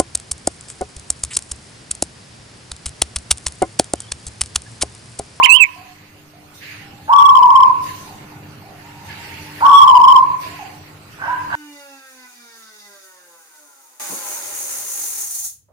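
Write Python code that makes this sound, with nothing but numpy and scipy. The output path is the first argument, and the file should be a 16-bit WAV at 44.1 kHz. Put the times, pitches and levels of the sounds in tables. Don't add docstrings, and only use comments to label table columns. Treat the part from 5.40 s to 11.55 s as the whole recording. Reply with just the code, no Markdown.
import sys
import numpy as np
from scipy import signal
from scipy.fft import rfft, irfft, next_fast_len
from scipy.io import wavfile
from scipy.ndimage import uniform_filter1d, map_coordinates

SR = 44100
rng = np.random.default_rng(int(sys.argv[2]) if len(sys.argv) > 2 else 0)


def unload_wav(signal):
    wavfile.write(
        sys.argv[1],
        SR,
        np.round(np.clip(np.atleast_2d(signal).T, -1, 1) * 32767).astype(np.int16),
    )


N = 271330
LEAD = SR


def amp(db):
    return 10 ** (np.asarray(db) / 20)


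def unit(x):
    return x / np.sqrt(np.mean(x ** 2) + 1e-20)


def along(points, hz):
    f, v = np.transpose(points)
    return np.interp(np.log(hz + 1), np.log(f + 1), v)


def curves(rows, t):
    s, *cols = np.transpose(rows)
    return [np.interp(t, s, c) for c in cols]


def wobble(knots_per_s, size=N):
    knots = rng.standard_normal(int(size * knots_per_s / SR) + 4)
    return map_coordinates(knots, [np.arange(size) * knots_per_s / SR])


def filtered(x, response):
    m = next_fast_len(x.shape[-1] + SR // 2)
    spectrum = rfft(x, m) * response(np.fft.rfftfreq(m, 1 / SR))
    return irfft(spectrum, m)[..., :x.shape[-1]]


def tone(hz):
    return np.sqrt(2) * np.sin(2 * np.pi * np.cumsum(hz) / SR)


def add(track, s, sound):
    part = track[LEAD + round(s * SR):][:len(sound)]
    part += sound[:len(part)]


# frequency in Hz, correlation from -1 to 1.
LIKENESS = [(60, 1), (150, 0.95), (380, 0.7), (950, 0.1), (2370, -0.0019), (5940, -0.036), (14900, 0.15)]
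# frequency in Hz, left minus right in dB.
TILT = [(60, 2), (180, -2), (540, 0.5), (1640, -3), (4950, -5.5), (14900, 2)]


def rush(spectrum, patchy_db):
    z = signal.stft(rng.standard_normal((2, N)), nperseg=512)[2]
    patches = uniform_filter1d(rng.standard_normal(z.shape[1:]), 6, 0)
    patches = uniform_filter1d(patches, 10, 1)
    pair = signal.istft(z * amp(patchy_db * unit(patches)), nperseg=512)[1][:, :N]

    def mid_side_gain(hz):
        angle = np.arccos(np.clip(along(LIKENESS, hz), -1, 1)) / 2
        return amp(along(spectrum, hz)) * [np.cos(angle), np.sin(angle)]

    def tilt_gain(hz):
        return amp(np.outer([.5, -.5], along(TILT, hz)))

    mid, side = filtered(pair, mid_side_gain)
    return unit(filtered(np.array([mid + side, mid - side]), tilt_gain))


# time in s, level in dB.
RUMBLE_LEVEL = [(0, -53.5), (.6, -49.5), (1.6, -46.5), (2.4, -40.5), (3.4, -43.5), (4.1, -40.5), (5.5, -44),
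                (6.15, -42)]


def rumble_level():
    return curves(RUMBLE_LEVEL, np.arange(N) / SR)[0]


# frequency in Hz, relative density in dB per Hz.
RUMBLE_COLOUR = [(15, -38.5), (25, -29), (38, -37.5), (89, 1.5), (151, -3), (266, -9.5), (300, -8.5),
                 (430, -12.5), (537, -12), (1500, -13), (1950, -66), (3300, -120)]


def distant_rumble(level_db):
    return amp(level_db + 0.8 * wobble(3)) * rush(RUMBLE_COLOUR, patchy_db=2.0)


# centre frequency in Hz, nominal level in dB.
MAINS_LINES = [(100, -54), (150, -53.5), (200, -60.5), (300, -51.5), (400, -59.5)]


def mains_hum(swing_db):
    hum = np.zeros(N)
    for hz, db in MAINS_LINES:
        level_db = db + 2.1 * wobble(4.9) + 0.96 * swing_db
        hum += amp(level_db) * tone(hz + 1.5 * wobble(10))
    return hum


def port_air(swing_db):
    noise = filtered(rng.standard_normal((2, N)), lambda hz: 1 / (1 + (hz / 35) ** 3))
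    return amp(-59 + .6 * swing_db) * unit(noise)


def stroke(t, hold_s):
    rise_s, fall_db_per_s = 0.045, 63
    fade_db = -fall_db_per_s * np.clip(t - rise_s - hold_s, 0, None)
    return np.clip(t / rise_s, 0, 1) ** 2 * amp(fade_db)


# body start in s, hiss lead in s, body hold in s, relative body dB, relative hiss dB.
STROKES = [(1.19, .08, 0.097, -40.5, -63.5), (2.425, .03, 0.094, -56, -56.5),
           (3.655, 0.04, 0.21, -46.5, -67), (4.987, .02, 0.059, -44, -60)]
# time in s, relative body level in dB, relative hiss level in dB.
STEADY_WASH = [(0, -49.5, -63), (1.05, -58.5, -68.5), (1.6, -65, -69), (1.85, -48.5, -60.5),
               (2.3, -48.5, -63.5), (3, -55, -66.5), (3.6, -51, -63), (4.3, -45.5, -56), (4.9, -49, -63.5),
               (5.6, -55.5, -66), (6.15, -47, -59.5)]
# frequency in Hz, relative density in dB per Hz.
BODY_COLOUR = [(700, -48), (1200, -17), (1700, 2.5), (2800, 0.5), (3500, -11), (4700, -7), (7000, -51),
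               (10000, -52.5)]
# frequency in Hz, relative density in dB per Hz.
HISS_COLOUR = [(2500, -5), (4000, -1), (6000, -2), (8200, -6), (10000, -6.5), (13000, -5.5), (15500, -9.5)]


def swish():
    t = np.arange(N) / SR
    body_db, hiss_db = curves(STEADY_WASH, t)
    body_gain, hiss_gain = amp(body_db), amp(hiss_db)
    for s, lead_s, hold_s, stroke_body_db, stroke_hiss_db in STROKES:
        body_gain += amp(stroke_body_db) * stroke(t - s, hold_s)
        hiss_gain += amp(stroke_hiss_db) * stroke(t - s + lead_s, hold_s + lead_s)
    body = body_gain * amp(4.5 + 0.89 * wobble(14)) * rush(BODY_COLOUR, patchy_db=2.5)
    hiss = hiss_gain * amp(14 + .8 * wobble(9)) * rush(HISS_COLOUR, patchy_db=3.5)
    return body + hiss


def background():
    level_db = rumble_level()
    swing_db = level_db - level_db.mean()
    return swish() + distant_rumble(level_db) + mains_hum(swing_db) + port_air(swing_db)


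# frequency in Hz, t60 in s.
YARD_T60 = [(500, 0.32), (1000, 0.63), (2500, 0.86), (6000, 0.54)]


def yard(x, direct_db, rise_s, left_lag_s):
    hz, t, z = signal.stft(rng.standard_normal((2, LEAD)), SR, nperseg=256)
    decay = amp(-60 * t / along(YARD_T60, hz)[:, None])
    tail = signal.istft(z * decay, SR, nperseg=256)[1][:, :LEAD]
    spectrum = rfft(tail, 2 * LEAD)
    tail = irfft(spectrum / np.sqrt(np.abs(spectrum)))[:, :LEAD]
    age_s = np.arange(LEAD) / SR
    ageing_fade = amp(-20 * age_s ** 2)
    tail = tail * (1 - np.exp(-age_s / rise_s)) * ageing_fade
    tail = tail / np.linalg.norm(tail, axis=1, keepdims=True)
    direct = amp(direct_db)[:, None] * [np.roll(x, round(left_lag_s * SR)), x]
    echo = signal.fftconvolve(x[None], tail, axes=1)[:, :len(x)]
    return (echo + direct)[:, LEAD:]


# start in s, length in s, nominal first Hz, nominal last Hz, relative level in dB,
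# burr as pitch scatter share.
FAR_NOTES = [(0.361, 0.093, 734, 727, -46, 0.0323), (0.935, 0.082, 740, 763, -52, 0.05),
             (1.413, 0.23, 818, 794, -52, 0.043), (2.672, 0.075, 855, 732, -43.5, 0.054),
             (2.919, 0.066, 916, 810, -48, .07), (3.221, 0.125, 780, 712, -46.5, 0.057),
             (3.422, 0.32, 945, 925, -49.5, 0.018), (3.451, 0.46, 811, 860, -50.5, 0.048),
             (3.776, 0.28, 948, 885, -48, 0.0064), (4.062, 0.074, 926, 866, -44.5, 0.018),
             (5.045, 0.128, 669, 732, -48.5, 0.041), (5.192, 0.061, 879, 714, -34, 0.039),
             (5.879, 0.0844, 962, 1034, -20.5, 0.017), (6.138, 0.051, 990, 928, -22.5, 0.012)]


def far_doves():
    track = np.zeros(LEAD + N)
    for s, length_s, first_hz, last_hz, db, burr in FAR_NOTES:
        t = np.arange(round(length_s * SR)) / SR
        glide_hz = first_hz + (last_hz - first_hz) * t / length_s
        hz = glide_hz * (1 - 0.04 * np.exp(-t / 0.019))
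        swell = np.clip(np.minimum(t / 0.0013, (length_s - t) / 0.024), 0, 1)
        throb = 1 + 12 * burr * np.sin(2 * np.pi * 60 * t)
        scatter = 1 + burr * wobble(91.1, size=len(t))
        add(track, s, amp(db) * swell * throb * tone(hz * scatter))
    return track


# centre in Hz, width in Hz, relative level per pass in dB.
THROAT = [(730, 430, -4), (1120, 300, -0.5), (1550, 200, 2), (2111.7, 670, -7), (2930, 800, -10.5)]
# time of full strength in s, hold in s, relative level in dB.
FOWL_CALLS = [(5.828, 0.057, -24.5), (6.133, .03, -20)]


def fowl():
    rise_db_per_s, fall_db_per_s = 394, 194
    t = np.arange(-LEAD, N) / SR
    pulse_hz = 65 + 12 * wobble(20, size=len(t))
    gate = (1 + 0.16 * np.sin(2 * np.pi * np.cumsum(pulse_hz) / SR)) ** 2

    def throat(f):
        total = 0
        for k, (centre, width, db) in enumerate(THROAT):
            band = 1j * f * width / (centre * centre - f * f + 1j * f * width + 1)
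            total = total + (-1) ** k * amp(db) * band
        return total

    voice = unit(filtered(gate * rng.standard_normal(len(t)), lambda f: throat(f) ** 2))
    gain = np.zeros(len(t))
    for s, hold_s, db in FOWL_CALLS:
        slope_db = np.minimum(rise_db_per_s * (t - s), fall_db_per_s * (s + hold_s - t))
        gain += amp(db + np.minimum(0, slope_db))
    return voice * gain


# time in s, pitch in Hz, relative dB.
WHISTLE_NOTES = [
    [(.022, 1950, -36), (.033, 2650, -11), (.046, 3170, -11), (.056, 2904, -9.5), (.062, 2130, -11),
     (.068, 1990, -27)],
    [(.083, 2690, -28), (.094, 2632, -12), (.115, 2570, -6), (.164, 3070, -11), (.177, 3236, -21),
     (.19, 2630, -21)],
    [(.195, 2680, -23.5), (.203, 2680, -12.5), (.226, 2570, -5.5), (.242, 2212, -13.5), (.246, 1990, -28)],
]
NOTE_RASP = [0.13, 0.014, .02]
# delay in s, level against the notes in dB.
WALL_ECHOES = [(.0045, -25), (.009, -18), (0.013, -13.5), (0.018, -20.5), (0.024, -20.5)]


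def whistler():
    glide_s = 0.0042
    track = np.zeros(LEAD + N)
    for note, rasp in zip(WHISTLE_NOTES, NOTE_RASP):
        t = np.arange(note[0][0], note[-1][0], 1 / SR)
        hz, db = curves(note, t)
        hz = uniform_filter1d(hz, round(glide_s * SR), mode='nearest')
        edge = np.clip(np.minimum(t - t[0], t[-1] - t) / 0.0011, 0, 1)
        roughness = 1 + rasp * wobble(2500, size=len(t))
        add(track, t[0], amp(db) * edge * roughness * tone(hz))
    echoes = sum(amp(db) * np.roll(track, round(s * SR)) for s, db in WALL_ECHOES)
    return track + echoes


# s after its start, nominal pitch in Hz,
# relative level in dB, depth of the throat roll 0-1.
COO_SHAPE = [(0, 864, -46.5, .1), (.022, 895.3, -4.5, 0), (.048, 1125, -1, 0.39), (.15, 1131, -2, 0.32),
             (.25, 1008, -5, 0.07), (.4, 981.8, -6, 1), (.435, 1095, -1.5, 0.56), (.565, 986.6, -9.5, 1),
             (.59, 926, -51, 0.4)]
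# start in s, relative level in dB, puff level within the coo in dB.
COO_STARTS = [(-.565, -6, -22), (1.675, -2, -20), (4.204, -0.5, -15.5)]
# frequency in Hz, relative density in dB per Hz.
BREATH_COLOUR = [(450, -29.5), (700, -14), (950, 20.5), (1150, -10), (1400, -12), (1700, -45),
                 (2400, -44.5)]


def dove():
    breath_db = -14.5
    puff_rise_s, puff_fade_s, puff_hz, puff_half_width_hz = 0.0027, 0.037, 1128, 453
    track = np.zeros(LEAD + N)
    t = np.arange(round(COO_SHAPE[-1][0] * SR)) / SR
    hz, level_db, roll = curves(COO_SHAPE, t)
    puff_gain = (1 - np.exp(-t / puff_rise_s)) ** 2 * np.exp(-t / puff_fade_s)

    def puff_band(f):
        return 1 / (1 + ((f - puff_hz) / puff_half_width_hz) ** 4)

    for s, db, puff_db in COO_STARTS:
        flutter_hz = 40 + 5 * wobble(15.27, size=len(t))
        flutter = np.sin(2 * np.pi * np.cumsum(flutter_hz) / SR)
        waver = 1 + 0.0039 * wobble(60.32, size=len(t))
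        breath = unit(filtered(rng.standard_normal(len(t)), lambda f: amp(along(BREATH_COLOUR, f))))
        puff = puff_gain * unit(filtered(rng.standard_normal(len(t)), puff_band))
        voice = amp(level_db) * (tone(hz * waver) + amp(breath_db) * breath) + amp(puff_db) * puff
        add(track, s, amp(db) * (1 + np.clip(roll, 0, 1) * flutter) * voice)
    return track


def scene():
    far = amp([[-1.5], [1.5]]) * yard(far_doves(), direct_db=[-1, 0], rise_s=0.066, left_lag_s=.0001)
    hoarse = amp([[-2.5], [1.5]]) * yard(fowl(), direct_db=[-3, -3], rise_s=0.0033, left_lag_s=.0002)
    close = amp([[-36], [-24]]) * yard(whistler(), direct_db=[14, 33], rise_s=0.0075, left_lag_s=.0003)
    near = amp([[-2.5], [-1]]) * yard(dove(), direct_db=[-4, -4], rise_s=0.018, left_lag_s=0.00026)
    return background() + far + hoarse + close + near


def record(dry):
    top_hz = 15500
    clipped = np.clip(dry, -.99, .99)
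    return np.clip(filtered(clipped, lambda hz: hz < top_hz), -1, 1)


dry = scene()
out = record(dry)
unload_wav(out)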